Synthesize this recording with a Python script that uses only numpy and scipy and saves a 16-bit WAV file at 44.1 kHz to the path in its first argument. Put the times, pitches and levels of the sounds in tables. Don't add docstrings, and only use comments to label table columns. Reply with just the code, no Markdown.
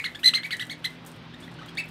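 import sys
import numpy as np
from scipy import signal
from scipy.fft import rfft, irfft, next_fast_len
from scipy.io import wavfile
from scipy.ndimage import uniform_filter1d, map_coordinates

SR = 44100
rng = np.random.default_rng(int(sys.argv[2]) if len(sys.argv) > 2 else 0)


def undo_db(level):
    steps = np.asarray(level, float) / 20
    return 10 ** steps


def output_pcm(signal):
    pcm = np.clip(np.atleast_2d(signal).T, -1, 1) * 32767
    wavfile.write(sys.argv[1], SR, np.round(pcm).astype(np.int16))


N = 83790
LEAD = SR // 10

# start_s, pitch_hz, fundamental_db, octave_db
SQUAWKS = [
    [(.2315, 1270, -45, -31), (.238, 1857, -36.5, -37), (.245, 2026, -33, -23.5), (.255, 1953, -31, -27),
     (.261, 2079, -33.5, -14), (.274, 2012, -32, -24.5), (.278, 2058, -32, -18), (.289, 1995, -31, -21),
     (.297, 1290, -53, -38.5)],
    [(.335, 1157, -32, -34), (.339, 1410, -41, -23.5), (.344, 1900, -39, -28), (.350, 2116, -41, -23),
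     (.363, 2054, -36, -23.5), (.367, 2094, -39, -35), (.375, 2166, -29.5, -52), (.381, 1774, -39.5, -45),
     (.387, 1540, -44, -40)],
    [(.432, 1285, -40, -39), (.436, 1950, -40.5, -38.5), (.440, 2205, -39, -53), (.456, 2336, -32.5, -53),
     (.460, 1970, -38, -46), (.465, 1414, -54, -50)],
]
# start_s, pitch_hz, fundamental_db, octave_db
CHIRPS = [
    [(0.040, 1243, -41, -32), (0.044, 1614, -39, -30.5), (0.05, 2150, -33, -36), (0.056, 2185, -32, -38.5),
     (0.064, 1927, -31.5, -35.5), (0.070, 1440, -54, -43)],
    [(0.506, 1120, -40, -34), (0.509, 1440, -40, -33), (0.516, 2110, -38, -38.5), (.523, 2250, -37, -41.5),
     (.531, 1970, -32.5, -31.5), (0.538, 1850, -34, -41), (0.548, 1460, -55, -43)],
    [(0.595, 1300, -43, -29.5), (.598, 1553, -43, -32), (0.604, 1844, -36.5, -41.5),
     (0.615, 2000, -35, -38), (.621, 1960, -40, -39), (.626, 1580, -45, -37), (0.632, 1390, -51, -41.5)],
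]
# start_s, pitch_hz, fundamental_db, octave_db
LATE_CHIRPS = [
    [(0.696, 1474, -39.5, -42), (.699, 1693, -50, -35.5), (0.704, 2067, -43, -45), (0.716, 2248, -40, -44),
     (.727, 2018, -43.5, -43), (0.735, 1640, -53, -44.5)],
    [(0.841, 1310, -44, -44), (.845, 1604, -46, -31.5), (0.85, 2044, -33, -31), (0.857, 2070, -33.5, -30.5),
     (.860, 1984, -36, -31.5), (0.8635, 1530, -49, -35.5)],
    [(1.771, 1715, -39, -37), (1.774, 1777, -39.5, -33.5), (1.779, 2200, -40, -41),
     (1.787, 2330, -29.5, -42.5), (1.795, 2245, -41, -47), (1.803, 2276, -41, -45), (1.811, 1760, -47, -46)],
]
CALL_ROUGH = [.13, .16, .26, .28, .33, .28, .2, .26, .3]
CALL_BRIGHT_DB = [0.55, -1.5, -1.3, -1.8, -0.37, 1.2, 8.1, 1.9, 2.1]
CALL_BREATH_DB = [-45.5, -56.5, -65, -57, -56, -54.5, -67, -55, -68]
# start_s, length_s, top_pitch_hz, level_db, octave_over_fundamental_db
PEEPS = [(-.034, 0.036, 2438, -31.5, -17), (-.03, .032, 2210, -32.5, -16), (-.02, 0.017, 1990, -40, -6),
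         (0.147, 0.012, 1777, -42, 4), (0.19, 0.0085, 2630, -44, -12), (1.337, 0.011, 1880, -47.5, -1.5),
         (1.477, 0.0071, 2080, -44.5, -13), (1.585, .014, 1556, -48.5, -1.5),
         (1.612, 0.014, 1300, -43, -15), (1.628, 0.0072, 2030, -44, -10), (1.683, 0.013, 1676, -49, 4),
         (.829, 0.0035, 3320, -55, -20)]
# start_s, length_s, top_pitch_hz, level_db, octave_over_fundamental_db
FLAT_PEEPS = [
    (1.424, 0.021, 1755, -60.5, 11.5),
    (1.784, 0.02, 2620, -32, -20),
    (1.837, 0.0073, 2520, -40, -20),
]
OVERTONES_DB = [-20.5, -22.5, -27, -32, -34]
# freq_hz, level_db
RASP = [(900, -25), (1500, -10.5), (2800, -2.5), (4300, 6), (5200, -9.5), (9000, -14.5), (15000, -35)]
# freq_hz, level_db
BEAK = [(5000, -30), (7000, -3), (10000, 0), (12800, -3), (13800, -12), (16000, -22)]
# start_s, peak_db, t60_s, bright_over_dull_db
TICKS = [(0.192, -43, 0.097, 6), (.424, -49, .02, 0), (0.464, -37, 0.043, 5), (0.5677, -33, 0.04, -7),
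         (0.637, -48, 0.026, -3), (.652, -39, 0.022, -3), (0.668, -38, 0.027, -4), (1.05, -39, 0.0091, 2),
         (1.0632, -33, 0.068, 2), (1.0738, -47, 0.027, 0), (1.1167, -38.5, 0.016, -3),
         (1.1615, -52, 0.03, -2), (1.3354, -64, 0.02, -11), (1.403, -46, 0.077, -9),
         (1.4486, -52, 0.025, 0), (1.516, -51, 0.032, -10), (1.541, -49, 0.021, -8), (1.604, -58, 0.03, -8),
         (1.6606, -40, 0.022, 0), (1.6906, -48, 0.039, 2), (1.7522, -43, 0.018, -6), (1.855, -45, 0.03, 6),
         (1.882, -46, 0.05, 3.5), (1.889, -45, .04, 6)]
# time_s, level_db
RUSTLE = [(0, -57), (.13, -58), (.3, -58), (.58, -62), (.7, -60), (.8, -69), (.9, -55), (1.0, -72),
          (1.1, -60.5), (1.25, -72), (1.37, -72), (1.45, -55), (1.58, -77), (1.7, -62), (1.74, -70),
          (1.9, -68)]
# freq_hz, level_db
HUSK = [(2500, -24), (5500, -6), (7000, -4), (10000, 0), (13000, -6.5), (16000, -15)]
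# freq_hz, level_db
DULL = [(9500, 0), (11500, -30)]
# freq_hz, level_db
BRIGHT = [(9500, -30), (11500, 0)]
# freq_hz, t60_s
ROOM = [(500, 0.53), (2100, 0.24), (4000, 0.15), (8000, 0.14), (15000, 0.056)]
# freq_hz, level_db
WALLS = [(500, -3.5), (2200, 1.5), (4000, -2.5), (8000, 2.5), (15000, 0)]
# freq_hz, level_db_per_hz
AIR = [(20, -40), (60, -19.5), (150, -6), (400, -14.5), (600, -16.5), (3500, -22), (5600, -34.5),
       (15000, -88)]
# time_s, level_db
AIR_LEVEL = [(0.0, -57.5), (0.464, -58), (1.9, -55)]
# freq_hz, width_hz, level_db
HUM = [(63.5, 12, -68), (121, 36, -58.5), (164.3, 13, -54), (246.5, 17, -58.5), (297.3, 10.77, -62.5),
       (358.8, 28, -65.5)]
# time_s, level_db
LOAD = [(0, 0), (.9, 2.5), (1.15, -1.5), (1.35, 4.5), (1.6, 4), (1.66, 1), (1.75, 3.5)]

QUIVER, ROUGH_GROWS = 0.006, 0.8
GLIDE_LOSS_DB, LOW_DRIVE_DB = 40, -6
FLUTTER_DB, PATCHY_DB, RASP_DB = 6, 0.7, -20
ATTACK_S, RELEASE_S, DIRECT_DB = 0.0015, 0.002, 3
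PEEP_DIP, FLAT_DIP, PEEP_RISE_S = 0.235, 0.05, 0.00353
PEEP_SWELL_DB, PEEP_ROUGH, PEEP_BRIGHT_DB, PEEP_BREATH_DB = 3, 0.28, 3, -81
CRACK_S, SWELL_DB, GRAIN_DB = 0.004, 3, 2.5
WET_DB, EARLY_DB, EARLY_S = -9.5, -20.5, 0.03
AIR_OVER_DB = 9


def unit(x):
    return x / np.sqrt(np.mean(x ** 2) + 1e-20)


def along(points, hz):
    f, v = np.transpose(points)
    return np.interp(np.log(hz + 1), np.log(f + 1), v)


def curve(rows):
    return np.interp(np.arange(N) / SR, *np.transpose(rows))


def wobble(rate, size):
    knots = rng.standard_normal(int(size * rate / SR) + 4)
    return map_coordinates(knots, [np.arange(size) * rate / SR])


def coloured(x, points):
    m = next_fast_len(len(x) + 8192)
    gain = undo_db(along(points, np.fft.rfftfreq(m, 1 / SR)))
    return irfft(rfft(x, m) * gain, m)[:len(x)]


def call(pitch, low_db, octave_db, length, rough, bright_db, breath_db):
    size = len(pitch)
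    t = np.arange(size) / SR
    quivering = uniform_filter1d(pitch, size=130) * (1 + QUIVER * wobble(400, size))
    phase = 2 * np.pi * np.cumsum(quivering) / SR
    effort = np.sqrt(undo_db(low_db + LOW_DRIVE_DB) ** 2 + undo_db(octave_db) ** 2)
    glide_db = GLIDE_LOSS_DB * (1 - pitch / pitch.max())
    levels = [undo_db(low_db), undo_db(octave_db)]
    levels += [effort * undo_db(over_db + bright_db - glide_db) for over_db in OVERTONES_DB]
    tone = np.zeros(size)
    for k, level in enumerate(levels, 1):
        flutter_db = (FLUTTER_DB * rough + PATCHY_DB * max(k - 2, 0)) * wobble(220, size)
        jitter = rough * k ** ROUGH_GROWS * wobble(595, size)
        tone += level * undo_db(flutter_db) * np.sin(k * phase + jitter) * (k * pitch < SR / 2)
    gated = rng.standard_normal(size) * (1 + np.cos(phase))
    rasp = unit(coloured(gated, RASP)) * effort * undo_db(RASP_DB + 20 * rough)
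    hiss = unit(coloured(rng.standard_normal(size), BEAK))
    hiss *= undo_db(breath_db) * np.sqrt(effort / np.max(effort))
    opening = np.clip(t / ATTACK_S, 0, 1)
    closing = np.clip((length - t) / RELEASE_S + 1, 0, 1)
    return np.sqrt(2) * opening * closing * (tone + rasp + hiss)


def squawks_and_chirps():
    out, t = np.zeros(N + LEAD + SR), np.arange(LEAD) / SR
    calls = SQUAWKS + CHIRPS + LATE_CHIRPS
    for rows, *voice in zip(calls, CALL_ROUGH, CALL_BRIGHT_DB, CALL_BREATH_DB):
        s, *columns = np.transpose(rows)
        arches = [np.interp(s[0] + t, s, column) for column in columns]
        sound = call(*arches, s[-1] - s[0], *voice)
        out[LEAD + round(s[0] * SR):][:LEAD] += undo_db(DIRECT_DB) * sound
    return out[:N + LEAD]


def peeps():
    out, t = np.zeros(N + LEAD + SR), np.arange(LEAD) / SR
    yet_to_climb = np.exp(-t / PEEP_RISE_S)
    for rows, dip in [(PEEPS, PEEP_DIP), (FLAT_PEEPS, FLAT_DIP)]:
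        for s, length, top_hz, level_db, octave_db in rows:
            pitch = top_hz * (1 - dip * yet_to_climb)
            db = level_db - PEEP_SWELL_DB * yet_to_climb
            sound = call(pitch, db, db + octave_db, length, PEEP_ROUGH, PEEP_BRIGHT_DB, PEEP_BREATH_DB)
            out[LEAD + round(s * SR):][:LEAD] += sound
    return out[:N + LEAD]


def claws_and_husks():
    t, cracks = np.arange(SR // 8) / SR, np.zeros((2, N + SR))
    for s, db, t60, bright_db in TICKS:
        decay = undo_db(-60 * t / max(t60, 0.003)) + 0.36 * undo_db(-60 * t / CRACK_S)
        tilt_db = bright_db * np.array([[-0.5], [0.5]])
        cracks[:, round(s * SR):][:, :len(t)] += undo_db(db - 11.5 + tilt_db) * decay
    swings_db = SWELL_DB * wobble(41.4, N) + GRAIN_DB * wobble(270, N)
    rustle = undo_db(curve(RUSTLE) - 7 + swings_db)
    husk = unit(coloured(rng.standard_normal(N), HUSK))
    halves = np.array([coloured(husk, DULL), coloured(husk, BRIGHT)])
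    return np.pad((halves * (cracks[:, :N] + rustle)).sum(axis=0), (LEAD, 0))


def room(x):
    hz, t, z = signal.stft(rng.standard_normal(SR // 2), SR, nperseg=256)
    decay = undo_db(-60 * t / along(ROOM, hz)[:, None])
    tail = signal.istft(z * decay, SR, nperseg=256)[1]
    tail = undo_db(WET_DB) * np.pad(tail / np.linalg.norm(tail), (200, 0))
    walls = rng.uniform(size=(16, 2))
    bounces = (SR * (0.003 + EARLY_S * walls[:, 0])).astype(int)
    tail[bounces] += undo_db(EARLY_DB) * (2 * walls[:, 1] - 1)
    return x + coloured(signal.fftconvolve(x, tail)[:len(x)], WALLS)


def fan_motor():
    t, hum = np.arange(N) / SR, np.zeros(N)
    for hz, width, db in HUM:
        level = np.sqrt(2) * undo_db(db + 2.46 * wobble(width / 2, N))
        drift = 0.285 * np.cumsum(width * wobble(width, N)) / SR
        hum += level * np.sin(2 * np.pi * (hz * t + drift))
    return undo_db(curve(LOAD)) * hum


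def room_noise():
    z = signal.stft(rng.standard_normal(N + 512), nperseg=512)[2]
    patches = uniform_filter1d(uniform_filter1d(rng.standard_normal(z.shape), 6, 0), 10, 1)
    noise = signal.istft(z * undo_db(1.22 * unit(patches)), nperseg=512)[1][:N]
    return undo_db(curve(AIR_LEVEL) + AIR_OVER_DB) * unit(coloured(noise, AIR))


def scene():
    cage = squawks_and_chirps() + peeps() + claws_and_husks()
    return (room(cage)[LEAD:] + fan_motor() + room_noise())[None]


def top_cut(x):
    return signal.sosfilt(signal.butter(12, 15980, fs=SR, output="sos"), x)


def record(dry):
    heard = np.fft.rfftfreq(N, 1 / SR) < 15800
    mix = irfft(rfft(dry) * heard, N)
    return top_cut(mix)


dry = scene()
out = record(dry)
output_pcm(out)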